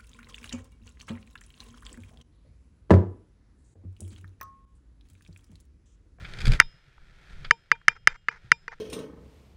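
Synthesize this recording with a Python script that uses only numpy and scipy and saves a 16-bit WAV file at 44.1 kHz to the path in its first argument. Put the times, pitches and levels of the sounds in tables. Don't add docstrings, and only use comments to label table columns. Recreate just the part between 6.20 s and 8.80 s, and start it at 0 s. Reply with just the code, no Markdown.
import sys
import numpy as np
from scipy import signal
from scipy.fft import rfft, irfft
from scipy.io import wavfile

SR = 44100
rng = np.random.default_rng(int(sys.argv[2]) if len(sys.argv) > 2 else 0)


def persist_wave(psi):
    counts = np.round(np.clip(psi, -1, 1) * 32767).astype(np.int16)
    wavfile.write(sys.argv[1], SR, np.atleast_2d(counts).T)


N = 114660
TIME_S = np.arange(N) / SR

# time in seconds, rms level in dB.
HISS_LEVEL = [(0, -51.5), (.15, -51), (.25, -44.5), (.35, -39), (.41, -62.5), (.55, -65), (.75, -66),
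              (.95, -63), (1.12, -56.5), (1.27, -57.5), (1.34, -67.5), (1.45, -68), (1.6, -70),
              (2.02, -74.5), (2.2, -66), (2.27, -62), (2.35, -68.5), (2.6, -67)]
# frequency in Hz, relative level in dB.
HISS_COLOUR = [(150, -34.5), (250, -7), (302, -5.5), (385, -4), (420, -7), (1160, -13), (1360, -1),
               (1530, -4.5), (1790, -2.5), (1990, -5.5), (2360, -5.5), (2900, -14.5), (3220, -9),
               (12600, -35.5), (15500, -46.5)]
# time in seconds, level in dB.
RUMBLE_LEVEL = [(0, -41), (.16, -35.5), (.23, -26), (.29, -18), (.35, -25), (.42, -41.5), (.51, -56),
                (.75, -58), (.9, -50.5), (1.0, -54), (1.15, -46.5), (1.27, -44), (1.38, -58), (1.55, -57.5),
                (1.8, -56), (2.0, -59), (2.25, -53.5), (2.42, -57.5), (2.6, -59)]
# frequency in Hz, relative level in dB.
RUMBLE_COLOUR = [(15, 6), (30, 0.5), (50, -2), (80, -8.5), (120, -8), (170, -9.5), (260, -31.5), (500, -31),
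                 (900, -51.5)]
# start in seconds, level before the low-pass in dB,
# decay time constant in seconds, low-pass corner in Hz.
STONES = [(0.048, -35.5, 0.0096, 3870), (0.137, -37, 0.0031, 9000), (0.172, -44, 0.0024, 8260),
          (0.187, -38, 0.0055, 10000), (0.205, -35, 0.011, 12100), (0.217, -35, 0.0024, 10100),
          (0.255, -28.5, 0.009, 13300), (0.2695, -22, 0.0025, 13100), (0.28, -25, 0.0028, 12500),
          (0.32, -25, 0.0026, 12000), (0.3244, -32, 0.0018, 12000), (0.3344, -28, .004, 12500),
          (0.349, -40, 0.011, 12360), (1.2465, -34.5, 0.011, 5150), (1.263, -64, 0.0018, 5000)]
# frequency in Hz, relative level in dB.
STONE_COLOUR = [(290, -22), (500, -5.5), (577, -13), (1060, -13.5), (1510, 3), (1850, -7), (2430, 2),
                (2720, -13.5), (3240, -2), (4100, -10), (4840, -2.5), (5750, -22.5), (6270, -14),
                (12700, -26.5), (15500, -49)]
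# centre in seconds, peak in dB, half width in seconds.
JOLTS = [(0.294, -8, 0.011), (0.452, -35.5, 0.015), (0.820, -49, 0.016), (1.194, -38, 0.018),
         (1.286, -33, 0.014), (1.721, -47.5, 0.013), (1.926, -38.5, 0.014), (2.555, -46, 0.014)]
# start in seconds, level in dB.
BOOMS = [(0.2766, -12), (0.321, -22.5), (0.678, -49.5), (1.262, -43), (2.246, -41.5)]
# start in seconds, length in seconds, level in dB.
CHATTERS = [(0.396, 0.025, -36.5), (1.553, 0.0069, -52), (1.688, 0.042, -49.5), (1.755, 0.019, -53),
            (1.879, 0.049, -45), (1.944, 0.018, -51), (2.114, 0.017, -44), (2.14, 0.037, -53.5),
            (2.518, 0.022, -46.5)]
# frequency in Hz, relative level in dB.
CHATTER_COLOUR = [(250, -24), (350, -18), (460, -4.5), (620, -21), (930, 0), (1100, -6.5), (1400, 4),
                  (2100, 0), (2900, -20.5), (4100, -21.5), (4900, -19.5), (6300, -22), (8000, -42.5),
                  (15000, -52)]
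# frequency in Hz, relative level in dB, T60 in seconds.
METAL_MODES = [(463, -7, .08), (920, 0, .095), (2393, 0, .085), (2848, -24, 1.1), (3052, -9, .12),
               (3205, -18, .5), (3610, -4, .13), (3838, -19, .16), (4746, -9, .15), (5109, -13, .48),
               (5265, -18, .3), (5642, -12, .12), (7235, -18, .15), (7348, -26, .4)]
RING_SPLITS_HZ = [1500, 2600, 4200]
# frequency in Hz, relative level in dB, T60 in seconds.
KNOCK_MODES = [(430, -34.5, 0.0071), (931.6, -24.5, 0.025), (1276.4, -3, .009), (1555, 4.5, 0.0074),
               (1663.3, 5.5, 0.0081), (2065, 5, 0.0055), (2295, -4, 0.0085), (2700, -19.5, 0.019),
               (3060, -27.5, 0.027), (4968, -23.5, 0.026), (4954, -15, 0.0056), (6430, -24, 0.013),
               (11000, -35.5, 0.011)]
# start in seconds, strength in dB, pitch ratio, treble in dB, low modes in dB,
# rebound relative to the strike in dB, rebound delay in seconds,
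# then the low, main, middle and high metal ring in dB.
TICKS = [(0.4, 11.5, 1.02, -7, -2.5, -11, .0021, -33.5, -26.5, -36, -45),
         (1.3094, 5, 1.001, 0, 6.5, -13.5, 0.0017, -31, -25.5, -46.5, -50.5),
         (1.5159, 2.65, 0.98, -1, 5, -17.5, 0.0025, -31, -25.5, -50.5, -55),
         (1.682, 8, 1.008, -6.5, -11, -17.5, .0023, -35, -25.5, -47.5, -46),
         (1.8729, 8.5, 1.007, -1, 1.5, -20, 0.0024, -41, -27, -42, -48),
         (2.085, -6.5, 0.964, -3, 3, -8.5, 0.00233, -36.5, -31.5, -57, -57),
         (2.3174, 6.5, 1.01, 2, -0.5, -9.5, .0021, -39, -26.5, -52, -50),
         (2.48, -19, 0.93, 1.5, 1.5, -12, .00206, -39, -46, -64, -60.5)]
# start in seconds, strength in dB, pitch ratio.
TAPS = [(0.4126, -15.5, 1), (0.421, -27, 0.98), (0.7803, -40, 0.7), (1.6144, -43, 0.83), (1.763, -42, 0.85),
        (1.955, -39.5, 0.8), (2.5262, -29.5, 0.59)]

GRAIN_SPREAD_DB = 2
GRIT_PER_S, GRIT_DB = 470, -2.5
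RUMBLE_LUMPS_PER_S, RUMBLE_LUMPS_DB = 22, 3
CRUNCH_GRAINS_PER_S, STONE_ATTACK_S = 2500, 0.00046
BOOM_HZ, BOOM_T60_S = 124, 0.12
CHATTER_PER_S, CHATTER_EDGE_S = 1400, 0.0035
METAL_SPREAD_DB = 4.5
LOW_BELOW_HZ, TREBLE_FROM_HZ, CONTACT_HZ = 1100, 3500, 6000
CASE_HZ, CASE_DB, CASE_T60_S = 125, -36, 0.049
THUMP_DB, THUMP_DECAY_S, THUMP_TOP_HZ = -20.5, 0.0033, 899.4
TAP_TREBLE_DB = -6.5
OVERLOAD_TOP, OVERLOAD_KNEE = 0.93, 4.4
ROLL_OFF_HZ, CUTOFF_HZ = 13500, 15600


def from_db(db):
    return 10 ** (np.asarray(db) / 20)


def rms_one(x):
    return x / np.sqrt(np.mean(x ** 2) + 1e-20)


def level(rows):
    return from_db(np.interp(TIME_S, *np.transpose(rows)))


def add(out, start_s, sound):
    start = max(int(start_s * SR), 0)
    out[start:start + len(sound)] += sound


def low_pass(x, hz):
    sos = signal.butter(2, min(hz, SR * .45), fs=SR, output="sos")
    return signal.sosfilt(sos, x)


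def coloured(x, colour):
    hz, db = np.transpose(colour)
    f = np.maximum(np.arange(N // 2 + 1) * SR / N, 1)
    ends = 1 / np.sqrt((1 + (hz[0] / f) ** 8) * (1 + (f / hz[-1]) ** 8))
    gain = from_db(np.interp(np.log(f), np.log(hz), db))
    return rms_one(irfft(rfft(x) * ends * gain, N))


def grains(per_s):
    size_db = GRAIN_SPREAD_DB * np.minimum(rng.exponential(1, N), 4)
    sizes = from_db(size_db) * rng.choice([-1, 1], N)
    return rms_one(sizes * (rng.random(N) < per_s / SR))


def ring(age_s, hz, t60_s):
    decay = np.exp(-np.log(1000) * np.minimum(age_s / t60_s, 10))
    return np.sin(2 * np.pi * hz * age_s) * decay


def tyres():
    tread = rng.standard_normal(N) + from_db(GRIT_DB) * grains(GRIT_PER_S)
    hiss = level(HISS_LEVEL) * coloured(tread, HISS_COLOUR)
    lumps_s = np.arange(0, N / SR, 1 / RUMBLE_LUMPS_PER_S)
    lumps_db = RUMBLE_LUMPS_DB * rng.uniform(-2, 1, len(lumps_s))
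    lumps = level(np.c_[lumps_s, lumps_db])
    rumble = coloured(rng.standard_normal(N), RUMBLE_COLOUR)
    return hiss + level(RUMBLE_LEVEL) * lumps * rumble


def stones():
    crunch = coloured(grains(CRUNCH_GRAINS_PER_S), STONE_COLOUR)
    out = np.zeros(N + SR)
    for start_s, db, decay_s, top_hz in STONES:
        start = int(start_s * SR)
        near = slice(max(start - SR // 100, 0), start + SR // 10)
        age_s = TIME_S[near] - start_s
        envelope = np.exp(-np.maximum(-age_s / STONE_ATTACK_S, age_s / decay_s))
        dulled = low_pass(low_pass(crunch[near], top_hz), top_hz)
        out[near] += from_db(db) * envelope * dulled
    return out[:N]


def bumps():
    out = np.zeros(N)
    for start_s, db in BOOMS:
        out += from_db(db) * ring(np.maximum(TIME_S - start_s, 0), BOOM_HZ, BOOM_T60_S)
    for centre_s, db, half_width_s in JOLTS:
        away = ((TIME_S - centre_s) / half_width_s) ** 2
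        out -= from_db(db) * (1 - away) * np.exp(-np.minimum(away, 100) * .5)
    return out


def chatter():
    gate = np.zeros(N)
    for start_s, length_s, db in CHATTERS:
        outside_s = np.maximum(np.maximum(start_s - TIME_S, TIME_S - start_s - length_s), 0)
        gate += from_db(db) * np.exp(-outside_s / CHATTER_EDGE_S)
    return gate * coloured(grains(CHATTER_PER_S), CHATTER_COLOUR)


def metal():
    rows = np.array(TICKS)
    at, ring_db = (rows[:, 0] * SR).astype(int), rows[:, -4:]
    shares_db = METAL_SPREAD_DB * rng.standard_normal((len(TICKS), len(METAL_MODES)))
    out = np.zeros(N)
    for (hz, mode_db, t60_s), share_db in zip(METAL_MODES, shares_db.T):
        band = np.searchsorted(RING_SPLITS_HZ, hz)
        blows = np.full(N, 1e-18)
        blows[at] = from_db(ring_db[:, band] + mode_db + share_db)
        radius = np.exp(-np.log(1000) / (t60_s * SR))
        angle = 2 * np.pi * hz / SR
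        poles = [1, -2 * radius * np.cos(angle), radius * radius]
        out += signal.lfilter([0, np.sin(angle)], poles, blows)
    return out


def knock(db, pitch, treble_db=0, low_db=0):
    age_s = TIME_S[:SR // 10]
    out = -from_db(CASE_DB) * ring(age_s, CASE_HZ, CASE_T60_S)
    for k, (hz, mode_db, t60_s) in enumerate(KNOCK_MODES):
        colour_db = treble_db * (hz > TREBLE_FROM_HZ) + low_db * (hz < LOW_BELOW_HZ)
        mode_hz = hz * (pitch if hz > LOW_BELOW_HZ else 1)
        out += (-1) ** k * from_db(mode_db + colour_db) * ring(age_s, mode_hz, t60_s)
    thump = rng.standard_normal(len(age_s)) * np.exp(-age_s / THUMP_DECAY_S)
    out += from_db(THUMP_DB) * low_pass(thump, THUMP_TOP_HZ)
    return from_db(db) * low_pass(out, CONTACT_HZ)


def ticks():
    out = np.zeros(N + SR)
    for start_s, db, pitch, treble_db, low_db, rebound_db, rebound_s, *_ in TICKS:
        add(out, start_s, knock(db, pitch, treble_db, low_db))
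        add(out, start_s + rebound_s, knock(db + rebound_db, pitch, treble_db, low_db))
    for start_s, db, pitch in TAPS:
        add(out, start_s, knock(db, pitch, TAP_TREBLE_DB))
    return out[:N]


def scene():
    return (tyres() + stones() + bumps() + chatter() + metal() + ticks())[None]


def record(dry):
    clipped = dry / (1 + np.abs(dry / OVERLOAD_TOP) ** OVERLOAD_KNEE) ** (1 / OVERLOAD_KNEE)
    cut = signal.ellip(10, .1, 80, CUTOFF_HZ, fs=SR, output="sos")
    return signal.sosfilt(cut, low_pass(clipped, ROLL_OFF_HZ))


dry = scene()
out = record(dry)
persist_wave(out)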